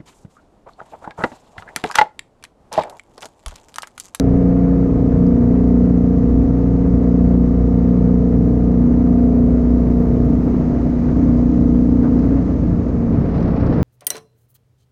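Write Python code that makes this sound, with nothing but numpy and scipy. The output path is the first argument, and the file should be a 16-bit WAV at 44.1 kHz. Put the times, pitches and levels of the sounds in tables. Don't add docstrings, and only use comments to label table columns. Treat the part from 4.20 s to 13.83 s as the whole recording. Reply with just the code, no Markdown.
import sys
import numpy as np
from scipy import signal
from scipy.fft import rfft, irfft
from scipy.io import wavfile
from scipy.ndimage import uniform_filter1d, minimum_filter1d

SR = 44100
rng = np.random.default_rng(int(sys.argv[2]) if len(sys.argv) > 2 else 0)


def unload_audio(sound):
    columns = np.transpose(np.atleast_2d(sound))
    steps = np.round(np.clip(columns, -1, 1) * 32767)
    wavfile.write(sys.argv[1], SR, steps.astype(np.int16))


N = 424683


def undb(db):
    return 10 ** (np.asarray(db) / 20)


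def unit(x):
    return x / np.sqrt(np.mean(x ** 2))


def curves(table):
    times, *columns = np.transpose(table)
    return [np.interp(np.arange(N) / SR, times, column) for column in columns]


def walk(rate):
    points_per_s = SR // 20
    count = 16 * points_per_s
    f = np.fft.rfftfreq(count, 1 / points_per_s)
    slow = irfft(rfft(rng.standard_normal(count)) / (1 + (f / rate) ** 4))
    return np.interp(np.arange(N) / SR, np.arange(count) / points_per_s, unit(slow))


def noise(colour):
    hz, db = np.transpose(colour)
    f = np.fft.rfftfreq(N, 1 / SR) + 1
    shape = undb(np.interp(np.log(f), np.log(hz), db))
    return unit(irfft(rfft(rng.standard_normal(N)) * shape, N))


def resonate(x, hz, width_hz):
    b, a = signal.iirpeak(hz, hz / width_hz, fs=SR)
    return signal.lfilter(b, a, signal.lfilter(b, a, x))


def ramp(start_s, length_s):
    return np.clip((np.arange(N) / SR - start_s) / length_s, 0, 1)


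def swell(peak_s, rise_s, fall_s):
    t = np.arange(N) / SR
    return np.exp(np.minimum((t - peak_s) / rise_s, (peak_s - t) / fall_s))


def scattered_lag(wander):
    return rng.uniform(0, 2 * np.pi) + wander * walk(rate=1.2)


# (time [s], four-stroke cycle rate [Hz])
ENGINE_SPEED = [(0, 30.0), (.5, 29.95), (.9, 30.06), (2.9, 29.94), (3.6, 30.03), (5.1, 30.06), (5.55, 30.2),
                (5.95, 30.14), (6.3, 30.31), (7.1, 30.2), (7.7, 30.11), (8.14, 29.9), (8.66, 29.15),
                (9.2, 28.85), (9.63, 28.75)]


def crank():
    cycle_hz, = curves(ENGINE_SPEED)
    uneven_hz = cycle_hz * (1 + 0.0013 * walk(rate=14.6))
    return cycle_hz, rng.uniform() + np.cumsum(uneven_hz) / SR


# (start [s], end [s], level change [dB])
OUTLET_DIPS = [(2.261, 2.45, -0.5), (6.168, 6.968, -2.5)]
DIP_RAMP_S = 0.085
EASE_S, EASE_DROP_S = 8.158, 0.02
EASE_DROP_DB, EASE_DB_PER_HZ = -3.5, -2


def muffling(cycle_hz):
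    easing = ramp(EASE_S, EASE_DROP_S)
    lost_hz = cycle_hz[np.argmax(easing)] - cycle_hz
    dips = 0
    for start, end, db in OUTLET_DIPS:
        under = ramp(start - DIP_RAMP_S / 2, DIP_RAMP_S) - ramp(end - DIP_RAMP_S / 2, DIP_RAMP_S)
        dips = dips + db * under
    return easing * (EASE_DROP_DB + EASE_DB_PER_HZ * lost_hz) + dips


# (order: multiple of the cycle rate, relative level [dB])
EXHAUST_ORDERS = [(1, -34.1), (2, -2.0), (3, -12.3), (4, -8.4), (5, -12.8), (6, -1.3), (7, -13.3), (8, 0.0),
                  (9, -2.4), (10, -14.3), (11, -18.6), (12, -19.5), (13, -21.3), (14, -14.3), (15, -13.7),
                  (16, -12.6), (17, -19.6), (18, -28.5), (19, -41.6), (20, -30.5), (21, -23), (22, -29.8),
                  (23, -22.5), (24, -26.1)]
# (frequency [Hz], width [Hz])
DELAY_RESONANCES = [(210, 20), (238, 40)]
LAG_DRIFT = 0.25
# (time [s], heel [degrees])
HULL_HEEL = [(0, 19.5), (1.6, 15), (3.9, 13), (5.7, -7), (6.6, -17), (7.5, 1.5), (8.6, 8), (9.63, 13)]
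# (order, level on an even keel [dB], change [dB per degree of heel])
HEEL_ORDERS = [(4, -31.5, 0.4262), (5, -29.5, -0.34), (16, -37, 0.4383)]
ORDER_2 = [(0, -20), (1.2, -21), (2.1, -19), (2.4, -19.5), (3.4, -17.5), (3.7, -19), (5.2, -20.5),
           (5.6, -18), (6.399, -21), (7.6, -20), (8.051, -20.5), (8.3, -15), (8.6, -22), (9, -25),
           (9.63, -25)]
ORDER_6 = [(0, -19.5), (.45, -15), (.75, -24.5), (1.05, -14), (1.2, -22), (1.4, -15.5), (1.95, -18.5),
           (2.2, -25.5), (2.45, -19), (3.1, -16), (3.45, -21), (3.7, -15), (4.15, -17.5), (4.749, -21),
           (5.05, -21), (5.599, -24.5), (6.95, -27), (7.5, -19), (8.1, -25.5), (9.63, -18)]
ORDER_8 = [(0, -22), (.5, -28.5), (1, -21), (1.15, -15.5), (1.6, -15), (1.95, -19.5), (2.15, -17),
           (2.5, -26.5), (2.9, -17.5), (3.3, -17.5), (3.43, -23.5), (3.65, -15.5), (4, -19.5), (4.2, -17),
           (4.45, -18.5), (4.7, -14.5), (5.35, -14.5), (5.75, -17), (6.1, -17.5), (6.87, -17), (7.05, -15),
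           (7.4, -15.5), (7.75, -14.5), (8.13, -20), (8.22, -23), (8.38, -16.5), (8.73, -17), (8.87, -14),
           (9.1, -20.5), (9.63, -22.5)]
ORDER_9 = [(0, -17), (.7, -18), (1, -20), (2.7, -18.5), (3.7, -23.5), (5.2, -20.5), (5.6, -24.5),
           (6.8, -22.5), (7.03, -19), (7.201, -22), (7.7, -20), (8.15, -18), (8.55, -24.5), (9.63, -25.5)]
ORDER_10 = [(0, -36), (2, -32.5), (3.9, -34.5), (4.202, -25.5), (5.5, -32), (5.9, -33), (6.6, -26.5),
            (6.95, -26), (7.35, -22.5), (8.15, -26), (9.63, -21.5)]
# (time [s], level [dB], tilt before muffling [dB per octave])
WEAK_ORDERS = [(0, -22, 0.16), (1.5, -25, 0.57), (2.7, -24.5, 0.46), (4.4, -24, 0), (5.8, -29, 1.6),
               (6.7, -28, 0.5), (7.5, -28, 0.14), (9.63, -27.5, 0)]
BARK_SHARE, BARK_TILT_PER_MUFFLE = 1, 0.054


def exhaust(turn, muffle_db, fade_db=2.5, shake=0.086):
    heel, = curves(HULL_HEEL)
    strong_db = {round(order): db + slope * heel for order, db, slope in HEEL_ORDERS}
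    for order, table in (2, ORDER_2), (6, ORDER_6), (8, ORDER_8), (9, ORDER_9), (10, ORDER_10):
        strong_db[order], = curves(table)
    open_db, open_tilt_db = curves(WEAK_ORDERS)
    bark_db = open_db + BARK_SHARE * muffle_db
    tilt_db = open_tilt_db + BARK_TILT_PER_MUFFLE * muffle_db
    mean_cycle_hz = np.mean(np.array(ENGINE_SPEED)[:, 1])
    drone, bark = 0, 0
    for order, db in EXHAUST_ORDERS:
        if order > 12:
            lag = scattered_lag(wander=1.0)
        else:
            hz = order * mean_cycle_hz
            lag = sum(2 * np.arctan(2 * (hz - centre) / width) for centre, width in DELAY_RESONANCES)
            lag = lag + LAG_DRIFT * walk(rate=1.6)
        tone = np.sqrt(2) * np.cos(2 * np.pi * order * turn - lag)
        if order in strong_db:
            drone = drone + tone * undb(strong_db[order]) * (1 + shake * walk(rate=5.3))
        else:
            tone_db = db + tilt_db * np.log2(order) + fade_db * walk(rate=1.5)
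            bark = bark + tone * undb(tone_db)
    return drone * undb(muffle_db) + unit(bark) * undb(bark_db)


# (order: multiple of the cycle rate, level relative to RASP_DB [dB])
ENGINE_RASP = [(25, -6.5), (26, -4), (27, -3), (28, -8.5), (29, -4.5), (30, 0.5), (31, -5.5), (32, -5.5),
               (33, -8.5), (34, -9), (35, -5.5), (36, -6.5), (38, -8.5), (39, -6), (40, -9), (41, -4.5),
               (42, -8.5), (44, -11.5), (45, -11.5), (46, -12)]
RASP_DB = -53.5


def rasp(turn, fade_db=1.5, wander=0.8):
    total = 0
    for order, db in ENGINE_RASP:
        level = undb(RASP_DB + db + fade_db * walk(rate=2.2))
        tone = np.sqrt(2) * np.cos(2 * np.pi * order * turn - scattered_lag(wander))
        total = total + level * tone
    return total


BURBLE_DB, BURBLE_RISE_DB, BURBLE_FROM_S, BURBLE_RAMP_S = -32.5, 7.5, 5.65, 0.44
BURBLE_SHARE = 0.25
BURBLE_THROB = 0.3


def burble(turn, muffle_db):
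    db = BURBLE_DB + BURBLE_RISE_DB * ramp(BURBLE_FROM_S, BURBLE_RAMP_S) + BURBLE_SHARE * muffle_db
    puffs = rng.standard_normal(N) * (1 + BURBLE_THROB * np.cos(2 * np.pi * turn))
    return undb(db) * unit(resonate(puffs, hz=272, width_hz=90))


# (time [s], rush level before body_db is added [dB], spray level [dB])
WATER_LEVELS = [(0, -42.5, -62.5), (1.4, -44.5, -62), (4.9, -45, -62), (5.9, -43.5, -60.5),
                (7.05, -42, -58.5), (7.7, -46, -60.5), (8.1, -42.5, -59), (8.8, -43.5, -62),
                (9.63, -38, -67.5)]
# (frequency [Hz], relative level [dB])
RUSH_SPECTRUM = [(150, 0.5), (340, -1.5), (525, -0.5), (585, -6), (675, -5), (765, -15), (870, -15.5),
                 (1050, -18.5), (1260, -19), (1500, -24.5), (2000, -27), (2500, -34.5), (3300, -46),
                 (6000, -84)]
SPRAY_SPECTRUM = [(1500, -14), (2900, -1), (3400, -3), (3900, 0), (5000, -1), (6600, -1), (7200, -10),
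                  (8200, -13), (10000, -31), (12000, -52), (15000, -58)]
# (time [s], level [dB])
SIZZLE_LEVEL = [(0, -88), (2.5, -85), (5, -80), (5.6, -76), (5.85, -71), (6.33, -76), (6.52, -105),
                (7.35, -105), (7.97, -81), (8.6, -105)]
SIZZLE_HZ, SIZZLE_WIDTH_HZ = 13200, 4200


def water(turn, throb=0.069, body_db=15.5, surge_db=1.1, drop_db=1.0):
    rush_db, spray_db = curves(WATER_LEVELS)
    beat = np.cos(2 * np.pi * 3 * turn)
    surging = undb(body_db + rush_db + surge_db * walk(rate=30))
    rush = noise(RUSH_SPECTRUM) * (1 + throb * beat) * surging
    spray = noise(SPRAY_SPECTRUM) * undb(spray_db + drop_db * walk(rate=200))
    sizzle_db, = curves(SIZZLE_LEVEL)
    hiss = unit(resonate(rng.standard_normal(N), hz=SIZZLE_HZ, width_hz=SIZZLE_WIDTH_HZ))
    sizzle = undb(sizzle_db + 2.1 * walk(rate=45)) * hiss
    return rush + spray + sizzle


# (frequency [Hz], relative level [dB])
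WIND_SPECTRUM = [(15, -20.5), (30, -6.5), (45, -2), (75, 4.5), (105, 2), (135, 4.5), (171, 2.5),
                 (221, -0.5), (301, -8.5), (451, -24.5), (801, -75)]
GUST_SPECTRUM = [(80, -4), (300, -1), (640, -1.5), (1000, -11.5), (2000, -23), (3200, -34), (4200, -33),
                 (5500, -37), (7500, -58), (10000, -75)]
WIND_DB = -22.5
# (peak time [s], rise [dB], half length [s])
SWELLS = [(0.799, 4.9, 0.3), (2.3, 1.7, 0.44), (6.15, 3.3, .5)]
CROSSWIND_S, CROSSWIND_DB_PER_S = 6.77, 2
GUST_S, GUST_ATTACK_S, GUST_DB, GUST_DB_PER_S = 8.72, 0.41, -34.5, 5
BURSTS_PER_S, BURST_RISE, BURST_SHARE, BURST_ATTACK_S = 24, 1.5, 0.25, 0.004


def wind():
    eddy_db, burst_db = 1.3, 1.5
    t = np.arange(N) / SR
    swells_db = sum(db * np.exp(-((t - s) / half) ** 2) for s, db, half in SWELLS)
    wind_db = WIND_DB + swells_db + CROSSWIND_DB_PER_S * np.maximum(t - CROSSWIND_S, 0)
    rumble = noise(WIND_SPECTRUM) * undb(wind_db + eddy_db * walk(rate=4.4))
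    gust = ramp(GUST_S, GUST_ATTACK_S) * undb(GUST_DB + GUST_DB_PER_S * (t - GUST_S))
    since_burst = np.cumsum(BURSTS_PER_S * np.exp(0.5 * walk(rate=30))) / SR % 1
    jumps = 1 + BURST_RISE * np.exp(-since_burst / BURST_SHARE)
    bursts = unit(uniform_filter1d(jumps, int(BURST_ATTACK_S * SR)))
    return rumble + noise(GUST_SPECTRUM) * gust * bursts * undb(burst_db * walk(rate=40))


# (time [s], splash level [dB], splash decay [s], thump level [dB])
CHOP_SLAPS = [(.92, -33.5, .04, -25), (3.135, -39, .025, -20), (6.278, -32, .009, -30),
              (6.337, -43, .015, -22), (6.41, -34.5, .015, -29), (6.61, -34, .01, -34),
              (6.888, -28.5, .018, -24), (7.831, -35, .02, -21), (7.847, -31, .045, -30),
              (7.965, -43, .02, -23), (9.228, -32, .008, -28), (9.278, -31, .014, -23),
              (9.338, -28, .008, -28), (9.433, -26.5, .015, -26), (9.468, -27, .01, -25),
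              (9.526, -26, .018, -24), (9.59, -27, .012, -25)]
# (frequency [Hz], relative level [dB])
SPLASH_SPECTRUM = [(200, -3), (500, 0), (800, -3), (1300, -8), (1900, -17), (2600, -35), (6000, -65)]
THUMP_HZ, THUMP_WIDTH_HZ, THUMP_DECAY_S = 360, 160, 0.021


def slaps(rise_s=0.0035):
    splashes = sum(undb(db) * swell(s, rise_s, decay) for s, db, decay, _ in CHOP_SLAPS)
    blows = sum(undb(db) * swell(s, rise_s, THUMP_DECAY_S) for s, _, _, db in CHOP_SLAPS)
    ring = unit(resonate(rng.standard_normal(N), hz=THUMP_HZ, width_hz=THUMP_WIDTH_HZ))
    return noise(SPLASH_SPECTRUM) * splashes + blows * ring


# (time [s], level [dB])
DROP_TICKS = [(1.067, -54), (7.99, -51), (9.227, -48), (9.467, -49)]
DROP_HZ, DROP_WIDTH_HZ, DROP_DECAY_S = 4800, 1600, 0.005


def drops(rise_s=0.0005):
    ticks = sum(undb(db) * swell(s, rise_s, DROP_DECAY_S) for s, db in DROP_TICKS)
    return ticks * unit(resonate(rng.standard_normal(N), hz=DROP_HZ, width_hz=DROP_WIDTH_HZ))


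def scene():
    cycle_hz, turn = crank()
    muffle_db = muffling(cycle_hz)
    engine = exhaust(turn, muffle_db) + rasp(turn) + burble(turn, muffle_db)
    return (engine + water(turn) + wind() + slaps() + drops())[None]


TOP_HZ = 15700


def record(dry):
    size, ceiling_db = SR // 50, -2.3
    headroom = np.minimum(1, undb(ceiling_db) / (np.abs(dry) + 1e-9))
    gain = uniform_filter1d(minimum_filter1d(headroom, 2 * size), size)
    low_pass = signal.ellip(8, 0.2, 80, TOP_HZ, fs=SR, output="sos")
    return signal.sosfilt(low_pass, dry * gain)


dry = scene()
out = record(dry)
unload_audio(out)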